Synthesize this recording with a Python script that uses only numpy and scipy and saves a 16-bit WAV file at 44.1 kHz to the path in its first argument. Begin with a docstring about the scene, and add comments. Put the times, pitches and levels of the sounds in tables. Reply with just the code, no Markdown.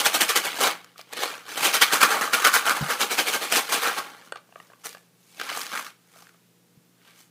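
"""Small hard sweets rattle in a cardboard box, shaken close to a microphone in a small room. At each turn of
the hand the heap crashes into a wall as a shower of tiny random contacts, and tumbles in between; the hold on
the box colours the rattle, and bumps ring the low modes of the desk. Then the box is put down and fingered:
struck modes make taps, and coloured contacts make rubs and crinkles. Filtered noise and sine tones give a
steady hiss and a faint hum beneath."""
import sys
import numpy as np
from scipy import signal
from scipy.fft import rfft, irfft
from scipy.io import wavfile
from scipy.ndimage import uniform_filter1d

SR = 44100
rng = np.random.default_rng(int(sys.argv[2]) if len(sys.argv) > 2 else 0)


def transcribe(signal):
    """Save signal, clipped to [-1, 1], as a 16-bit WAV file at the path in sys.argv[1]."""
    frames = np.atleast_2d(signal).T
    limited = np.clip(frames, -1, 1)
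    pcm = np.round(limited * 32767).astype(np.int16)
    wavfile.write(sys.argv[1], SR, pcm)


N = 321930
TIME = np.arange(N) / SR   # s

# colour of sweets or fingers on card: hz, level_db (relative, per Hz)
RATTLE_COLOUR = [(60, -54.5), (120, -26), (200, -11), (320, -7.5), (680, -5), (1000, -4.5), (1400, -1),
                 (1850, -3), (2800, -3.5), (4200, -4.5), (5200, -7), (10500, -10.5), (15500, -14.5)]
# crashes of the heap into a wall at each turn of the hand: peak_s, level_db, rise_s, fall_s
WALL_CRASHES = [(0.0, -18.5, .01, 0.021), (.061, -13.5, 0.011, 0.018), (.15, -17.5, 0.013, 0.023),
                (.212, -13.5, 0.0062, 0.024), (.297, -15.5, 0.0095, 0.021), (0.362, -14, 0.0048, 0.02),
                (0.455, -23.5, 0.015, 0.039), (0.611, -21.5, 0.0023, .03), (.635, -18, 0.012, 0.039),
                (.67, -18.5, .003, 0.017), (1.133, -28, 0.007, 0.0054), (1.171, -26.5, .003, 0.006),
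                (1.235, -24, .012, 0.02), (1.576, -24.5, 0.0036, .013), (1.653, -15.5, 0.023, 0.035),
                (1.743, -13.5, .007, 0.026), (1.822, -7, 0.0066, 0.018), (1.931, -15.5, 0.0071, 0.033),
                (2.012, -18, 0.0054, 0.049), (2.03, -12.5, 0.0044, 0.02), (2.113, -25, .018, 0.063),
                (2.214, -25.5, .004, 0.048), (2.337, -16, 0.0059, 0.025), (2.449, -13, 0.0037, 0.013),
                (2.47, -15, .008, 0.015), (2.543, -15, 0.0087, 0.036), (2.671, -21.5, 0.013, 0.032),
                (2.708, -20.5, 0.011, 0.019), (2.77, -29, 0.022, 0.017), (2.911, -25.5, 0.023, .031),
                (3.014, -18, 0.012, 0.029), (3.117, -21.5, .011, 0.037), (3.188, -16, 0.0085, 0.028),
                (3.281, -20.5, 0.015, 0.029), (3.344, -19.5, 0.019, 0.024), (3.432, -25, 0.019, 0.029),
                (3.524, -16, 0.0053, 0.018), (3.571, -15.5, 0.036, 0.029), (3.695, -27.5, 0.0047, 0.041),
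                (3.726, -17, 0.0063, 0.045), (3.831, -23, 0.015, 0.029), (3.872, -23, 0.028, 0.033),
                (3.984, -26, 0.016, 0.018)]
# edges between the registers of the box
BODY_TOP_HZ, PANEL_BOOM_HZ, TREBLE_HZ = 295, (1000, 1800), 5000


def from_db(db):
    """Decibels to gain."""
    return 10 ** (np.asarray(db) / 20)


def rms_one(x):
    """Scale to rms 1."""
    return x / np.sqrt(np.mean(x ** 2) + 1e-20)


def response(spectrum, size=4096):
    """Causal (minimum-phase) impulse response of unit energy with the given colour."""
    hz, db = np.transpose(spectrum)
    grid = np.maximum(np.arange(size // 2 + 1) * SR / size, 1)
    gain = from_db(np.interp(np.log(grid), np.log(hz), db))
    # folding the cepstrum onto positive time puts the energy as early as possible
    cepstrum = irfft(np.log(gain))
    cepstrum[1:size // 2] *= 2
    cepstrum[size // 2 + 1:] = 0
    h = irfft(np.exp(rfft(cepstrum)))
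    return h / np.linalg.norm(h)


def through(x, h):
    """Pass a signal through an impulse response."""
    return signal.fftconvolve(x, h)[:len(x)]


def band(x, hz, kind):
    """One part of the spectrum, in step with the whole."""
    return signal.sosfiltfilt(signal.butter(4, hz, kind, fs=SR, output="sos"), x)


def add(out, s, sound):
    """Mix a short sound in at time s."""
    at = max(round(s * SR), 0)
    out[at:at + len(sound)] += sound[:N - at]


def in_time(rows):
    """Each column of a curve at every sample."""
    s, *columns = np.transpose(rows)
    return [np.interp(TIME, s, column) for column in columns]


def gesture(rows):
    """Gain of a continuous movement, which fades before its first point and after its last."""
    fade_db_per_s = 300
    outside_s = np.abs(TIME - np.clip(TIME, rows[0][0], rows[-1][0]))
    return from_db(in_time(rows)[0] - fade_db_per_s * outside_s)


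def swell(s, rise_s, fall_s, onset=1.6, decay=1.0):
    """Start time and gain of a swell that builds up to time s and dies away."""
    t = TIME[max(int((s - 3 * rise_s) * SR), 0):int((s + 5 * fall_s) * SR)]
    away = np.abs(t - s)
    rising, falling = (away / rise_s) ** onset, (away / fall_s) ** decay
    return t[0], np.exp(-np.where(t < s, rising, falling))


def background():
    """Coloured noise makes a steady hiss; sine tones make a faint hum."""
    # colour of the hiss: hz, level_db (relative, per Hz)
    hiss_colour = [(35, -81), (60, -39.5), (91, -31), (107, -16.5), (129, -9), (144, -18), (158, -3),
                   (178, -7), (229, -10.5), (257, -8.5), (480, -12), (605, -18), (15000, -26)]
    # steady tones of the hum: hz, rms_db
    hum_tones = [(120, -73.5), (175, -68.5), (220, -82), (480, -78.5)]
    out = from_db(-63) * through(rng.standard_normal(N), response(hiss_colour))
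    for hz, rms_db in hum_tones:
        out += from_db(rms_db) * np.sqrt(2) * np.sin(2 * np.pi * (hz * TIME + rng.random()))
    return out


def room(x, size=22050):
    """Diffuse reflections of a small room, as decaying noise that is weakest around 6 kHz."""
    first_s, t60_s, level_db = 0.0062, 0.3, -13
    t = TIME[:size]
    tail = rng.standard_normal(size) * from_db(-60 * t / t60_s) * (t > first_s)
    walls = response([(200, 3.5), (2500, 4), (6000, -1), (15000, 2.0)])   # hz, relative dB
    return from_db(level_db) * through(x, through(tail / np.linalg.norm(tail), walls))


def desk(size=16384):
    """A soft bump rings the low modes of the desk under the microphone."""
    # modes of the desk: hz, level_db (relative), t60_s
    desk_modes = [(81, -24, .16), (149, 8, 0.13), (171, 10, 0.13), (215.6, -3, 0.1)]
    # bumps on the desk: start_s, peak_db
    bumps = [(2.81, -21), (2.824, -18.5), (6.773, -45)]
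    out, t = np.zeros(N), TIME[:size]
    thud = sum(from_db(db - 60 * t / t60) * np.sin(2 * np.pi * hz * t) for hz, db, t60 in desk_modes)
    for s, peak_db in bumps:
        add(out, s, from_db(peak_db) * thud / np.abs(thud).max())
    return out


def in_box(x):
    """Each resonance of the box and its air lifts or lowers its own narrow range and rings on."""
    # resonances: hz, width_hz, boost_db
    resonances = [(472, 84, 5.5), (807, 81, 5.5), (1172, 220, 5), (1387, 71, 2), (1584, 35, 3.5),
                  (1850, 28, -2), (2220, 27, 6.5), (2400, 70, 3), (3055, 130, 2.5), (3760, 170, -2),
                  (6100, 54, 4), (6350, 70, 4.5), (8240, 200, 2), (10320, 120, 2.5)]
    for hz, width_hz, boost_db in resonances:
        ringing = signal.lfilter(*signal.iirpeak(hz, hz / width_hz, fs=SR), x)
        x = x + (from_db(boost_db) - 1) * ringing
    return x


def scatter(decay_s, share, count=1, size=1024):
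    """Contacts followed by reflections within the box, one row per spot; about unit energy."""
    tail = rng.standard_normal((count, size)) * np.exp(-TIME[:size] / decay_s)
    tail *= share / np.linalg.norm(tail, axis=1, keepdims=True)
    tail[:, 0] = 1   # the contact itself
    return tail / np.sqrt(1 + share ** 2)


def contacts(per_s, spread_db, even_s, decay_s, share, size=512):
    """Random contacts of uneven force; every 12 ms they land on a new spot with its own colour."""
    force = from_db(spread_db * np.minimum(rng.exponential(1, N), 4)) * rng.choice([-1, 1], N)
    clicks = force * (rng.random(N) < per_s / SR)
    # evens the force over a short time, so the sound stays dense and steady
    nearby_power = uniform_filter1d(clicks ** 2, max(int(even_s * SR), 2))
    clicks /= np.sqrt(np.abs(nearby_power) + 1e-6)
    groups = np.pad(clicks, (0, -N % size)).reshape(-1, size)
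    spots = scatter(decay_s, share, count=len(groups))
    out = np.zeros(N)
    for k, sound in enumerate(signal.fftconvolve(groups, spots, axes=1)):
        add(out, k * size / SR, sound)
    return rms_one(out)


def knock(colour, decay_s, share):
    """One contact at a random spot, with peak 1."""
    sound = through(colour, scatter(decay_s, share)[0])
    return sound / np.abs(sound).max()


def registers(card, ticks):
    """Split the sound of the box into its clack, low body, hollow, panel boom and treble."""
    body = band(card, BODY_TOP_HZ, "low")
    below_boom, below_clack = (band(card, hz, "low") for hz in PANEL_BOOM_HZ)
    below_treble = band(card, TREBLE_HZ, "low")
    clack, hollow, boom = below_treble - below_clack, below_boom - body, below_clack - below_boom
    return [clack, body, hollow, boom, band(ticks, TREBLE_HZ, "high")]


def coloured(parts, *levels_db):
    """Mix the registers, each relative to the clack."""
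    return parts[0] + sum(from_db(db) * part for db, part in zip(levels_db, parts[1:]))


def rubs():
    """Fingers and flaps stick and slip on the card, in one long drag and several short rubs."""
    # short rubs: peak_s, level_db, length_s, hollow_db, panel_boom_db, treble_db
    short_rubs = [(0.993, -39, 0.018, -5, -20, -7), (4.262, -58, 0.017, 6, 0, 9),
                  (4.37, -43, .01, 0, -4, -16), (4.61, -58.5, 0.14, 2, -1, 2),
                  (4.86, -35, 0.012, 3.5, 7, 8.5), (4.9, -44.5, 0.056, 0, -12, -0.5),
                  (6.18, -52.5, 0.098, -2, 1, 2.5), (7.082, -51, 0.07, -5.5, -2.5, -5),
                  (7.198, -54.5, 0.035, -3.5, -6, 6.5)]
    # one long drag along the box: time_s, level_db, panel_boom_db, treble_db
    long_drag = [(5.2, -68.5, -7, 6), (5.36, -54, -8, 2), (5.405, -32.5, -8, -9.5), (5.475, -39, 3, -2),
                 (5.495, -30, 2.5, -8), (5.6, -35.5, 2.5, 6), (5.695, -40, -1.5, -4),
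                 (5.735, -34, 10, -1.5), (5.79, -33.5, 8.5, 1), (5.84, -43.5, -2, 0),
                 (5.87, -39.5, 9.5, -1), (5.95, -68, -7, -1)]
    body_db, drag_hollow_db = 1.0, -2
    slips = contacts(per_s=1200, spread_db=-0.5, even_s=0.027, decay_s=0.0058, share=1.0)
    catches = contacts(per_s=150, spread_db=3.5, even_s=.04, decay_s=.0008, share=1.0)
    rubbing = rms_one(through(slips + 0.63 * catches, in_box(response(RATTLE_COLOUR))))
    parts = registers(rubbing, rubbing)
    drag_colour_db = in_time(long_drag)[1:]
    out = gesture(long_drag) * coloured(parts, body_db, drag_hollow_db, *drag_colour_db)
    for s, level_db, length_s, *colour_db in short_rubs:
        pressure = np.zeros(N)
        add(pressure, *swell(s, 0.65 * length_s, length_s, onset=0.9, decay=1.05))
        out += from_db(level_db) * pressure * coloured(parts, body_db, *colour_db)
    return out


def tap(top_hz, size=4096):
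    """A tap rings the modes of the card, twice in quick succession; a soft one misses the high modes."""
    # modes of the card: hz, level_db (relative), t60_s; each tap varies pitch and level at random
    card_modes = [(450, -1.5, 0.0036), (705, -5, 0.016), (1165, -7, 0.019), (1580, -3.5, 0.0077),
                  (1880, -14, 0.019), (2800, -7, 0.0065), (3420, -18, 0.017), (4450, -15.5, 0.0069),
                  (6570, -17, 0.0054), (8600, -10.5, 0.0029), (12470, -18, 0.0037)]
    vary_db, again_s, again_db, low_hz = 3.0, 0.00169, -2.0, 300
    t, sound = TIME[:size], np.zeros(size)
    for k, (hz, db, t60) in enumerate(card_modes):
        gain = from_db(db + rng.normal(0, vary_db) - 60 * t / t60)
        sound += (-1) ** k * gain * np.sin(2 * np.pi * hz * rng.normal(1, .03) * t)
    lag = int(again_s * rng.uniform(0.47, 1.49) * SR)
    sound = sound + from_db(again_db) * np.pad(sound, (lag, 0))[:size]
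    sound = signal.sosfilt(signal.butter(2, [low_hz, top_hz], "band", fs=SR, output="sos"), sound)
    return sound / np.abs(sound).max()


def handling():
    """Fingers rub the card, tap it and snap its creases."""
    # taps on the box: start_s, level_db, upper_edge_hz
    taps = [(0.959, -39.5, 1490), (0.992, -32.5, 1400), (4.3223, -17.5, 9000), (4.3578, -26.5, 9000),
            (4.49, -47, 2000), (4.524, -40, 2500), (4.5576, -30, 2000), (4.575, -45, 1320),
            (4.6005, -29.5, 5000), (4.7, -42, 2200), (4.718, -42, 2030), (4.734, -39.5, 2200),
            (4.948, -30.5, 9900), (4.970, -37.5, 9000), (5.414, -25.5, 1500), (5.516, -25, 1300),
            (5.572, -21, 1500), (6.16, -44, 1500), (6.222, -40, 1620), (6.344, -49, 1600)]
    # creases snapping in the card: start_s, level_db, treble_db (above 4 kHz)
    crinkles = [(0.98, -24.5, 13), (1.013, -22, 7), (4.929, -27, 3), (5.399, -17, -7), (5.414, -13, -6),
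                (5.491, -17, -8), (5.516, -22, -3), (5.572, -19, 10), (5.617, -14, 8), (5.667, -18, -2),
                (5.776, -16, -17), (5.866, -22.5, -6), (6.223, -33, -5), (6.270, -38.5, -11),
                (6.293, -36.5, -7), (7.213, -39, 7)]
    # colour of a crease: hz, level_db (relative, per Hz)
    crease_colour = [(150, -20), (600, -26), (1400, 8.5), (2500, -3), (5000, 4), (9000, -14), (15000, -11)]
    trim_db = -0.5
    out = rubs()
    for s, level_db, top_hz in taps:
        add(out, s, from_db(level_db + trim_db) * tap(top_hz))
    for s, level_db, treble_db in crinkles:
        colour = response([(hz, db + treble_db * (hz > 4000)) for hz, db in crease_colour])
        add(out, s, from_db(level_db + trim_db) * knock(colour, decay_s=0.002, share=0.7))
    return out


def crashes():
    """Strength of the heap hitting the walls; overlapping crashes add in power."""
    power = np.zeros(N)
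    for s, level_db, rise_s, fall_s in WALL_CRASHES:
        start, shape = swell(s, rise_s, fall_s, onset=1.3, decay=1.39)
        add(power, start, (from_db(level_db) * shape) ** 2)
    return np.sqrt(power)


def sliding():
    """Strength of the tumbling between crashes; it ebbs while the heap is in the air."""
    # sweets sliding about between the crashes: time_s, level_db
    slide_levels = [(0, -31), (.4, -30), (.55, -34), (.59, -26.5), (.72, -29.5), (.78, -49), (1.02, -67.5),
                    (1.21, -24.5), (1.33, -36), (1.445, -51.5), (1.49, -36.5), (1.64, -27), (2.12, -29),
                    (2.31, -37), (2.42, -24.5), (2.64, -35), (3.96, -33), (4.14, -48.5), (4.29, -56)]
    flight_s, lead_s, dip_share = 0.012, 0.03, 0.25   # the heap flies just before each crash
    airborne = np.zeros(N)
    for s, *_ in WALL_CRASHES:
        add(airborne, *swell(s - lead_s, flight_s, flight_s))
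    return gesture(slide_levels) * (1 - np.clip(dip_share * airborne, 0, 1))


def showers():
    """Many sweets hit the card and each other, in crashes and in the tumbling between them."""
    # the hold on the box: time_s, low_body_db, hollow_db, panel_boom_db, treble_db
    hold = [(0, 1, 0.5, -4, -0.5), (.2, -4.5, 1, 0.5, 0.5), (.3, -9, -3.5, -1.5, -3), (.38, -1, 1, 2, 0.5),
            (.5, 2, -4, -4, -5.5), (.6, 1.5, 5.5, 0, 1), (.75, 6, -0.5, 0.5, -6.5),
            (1.18, -1.5, -0.5, -7.5, -5.5), (1.36, 1.5, 1, 4.5, -3.5), (1.62, 3.5, 0.5, -3.5, -0.5),
            (1.84, -4, -6, -1.5, -3.5), (1.93, 0.5, -2, 3.5, -1), (2.2, 7, 7, 8, -0.5),
            (2.36, -1.5, -1.5, 6, -0.5), (2.56, -2, -4, 5.5, 0), (2.68, 6, 3, 8, -2), (2.92, 6, 6, 8.5, 1),
            (3.0, 0.5, 0.5, -1.5, -1), (3.36, 2, 0.5, -3.5, -2), (3.75, 0, -1.5, -3, -2),
            (3.86, -2, 2.5, 4.5, -3), (4.3, 13, 4, 4, -2.5)]
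    colour = in_box(response(RATTLE_COLOUR))
    colour = colour / np.linalg.norm(colour)
    heap = contacts(per_s=1500, spread_db=2.0, even_s=.006, decay_s=0.0022, share=1.3)
    # sparser, sharper contacts of loose sweets
    strays = contacts(per_s=300, spread_db=2.5, even_s=.014, decay_s=.0008, share=1.2)
    clinks = contacts(per_s=1500, spread_db=-0.5, even_s=0.03, decay_s=0.0012, share=1.0)
    tumbles = contacts(per_s=650, spread_db=2.5, even_s=.016, decay_s=0.0038, share=1.2)
    crash, slide = crashes(), sliding()
    on_card = crash * rms_one(heap + 0.42 * strays) + slide * tumbles
    # the treble carries more strays, and the clinks of sweet on sweet
    ticks = crash * rms_one(heap + 0.99 * strays + clinks)
    ticks += from_db(-1.5) * slide * rms_one(tumbles + 0.5 * clinks)
    return coloured(registers(through(on_card, colour), through(ticks, colour)), *in_time(hold))


def sweets():
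    """Showers of sweets, a few hard single hits, and low puffs of air as the whole box is jolted."""
    # single sweets that strike hard: start_s, level_db
    strikes = [(0.208, -14), (.606, -6), (0.712, -11), (.845, -27), (1.134, -16), (1.235, -7.5),
               (1.609, -13), (1.629, -9.5), (1.741, -10.5), (1.815, -7), (1.822, -6), (1.926, -10),
               (2.014, -8), (2.03, -2.5), (2.212, -9.5), (2.334, -11), (2.424, -15.5), (2.45, -3),
               (2.656, -11.5), (2.6958, -2), (2.843, -17.5), (3.01, -11), (3.185, -23), (3.525, -24),
               (3.931, -16)]
    # jolts of the whole box: start_s, peak_db
    jolts = [(1.615, -40), (1.822, -32), (2.028, -40.5), (3.527, -42)]
    # colour of the puff of air: hz, level_db (relative, per Hz)
    puff_colour = [(25, 0), (70, -11), (170, 1), (300, -6.5), (900, -40)]
    strike_trim_db, strike_treble_db = -3.0, -1.0
    out = showers()
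    hard = [(hz, db + strike_treble_db * (hz > TREBLE_HZ)) for hz, db in RATTLE_COLOUR]
    hard = in_box(response(hard))
    for s, level_db in strikes:
        add(out, s, from_db(level_db + strike_trim_db) * knock(hard, decay_s=0.0016, share=1.9))
    for s, peak_db in jolts:
        add(out, s, from_db(peak_db) * knock(response(puff_colour), decay_s=.005, share=1.2))
    return out


def scene():
    """The box in its room, the desk and the background."""
    box = sweets() + handling()
    return (box + room(box) + desk() + background())[None]


def record(dry):
    """The largest peaks overload the small microphone, which loses the deep bass; the top is cut steeply."""
    low_hz, top_hz = 83.95, 15400
    overloaded = np.clip(dry, -.9, .9)
    thin = signal.sosfilt(signal.butter(2, low_hz, "high", fs=SR, output="sos"), overloaded)
    return signal.sosfilt(signal.ellip(10, .1, 80, top_hz, fs=SR, output="sos"), thin)


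dry = scene()
out = record(dry)
transcribe(out)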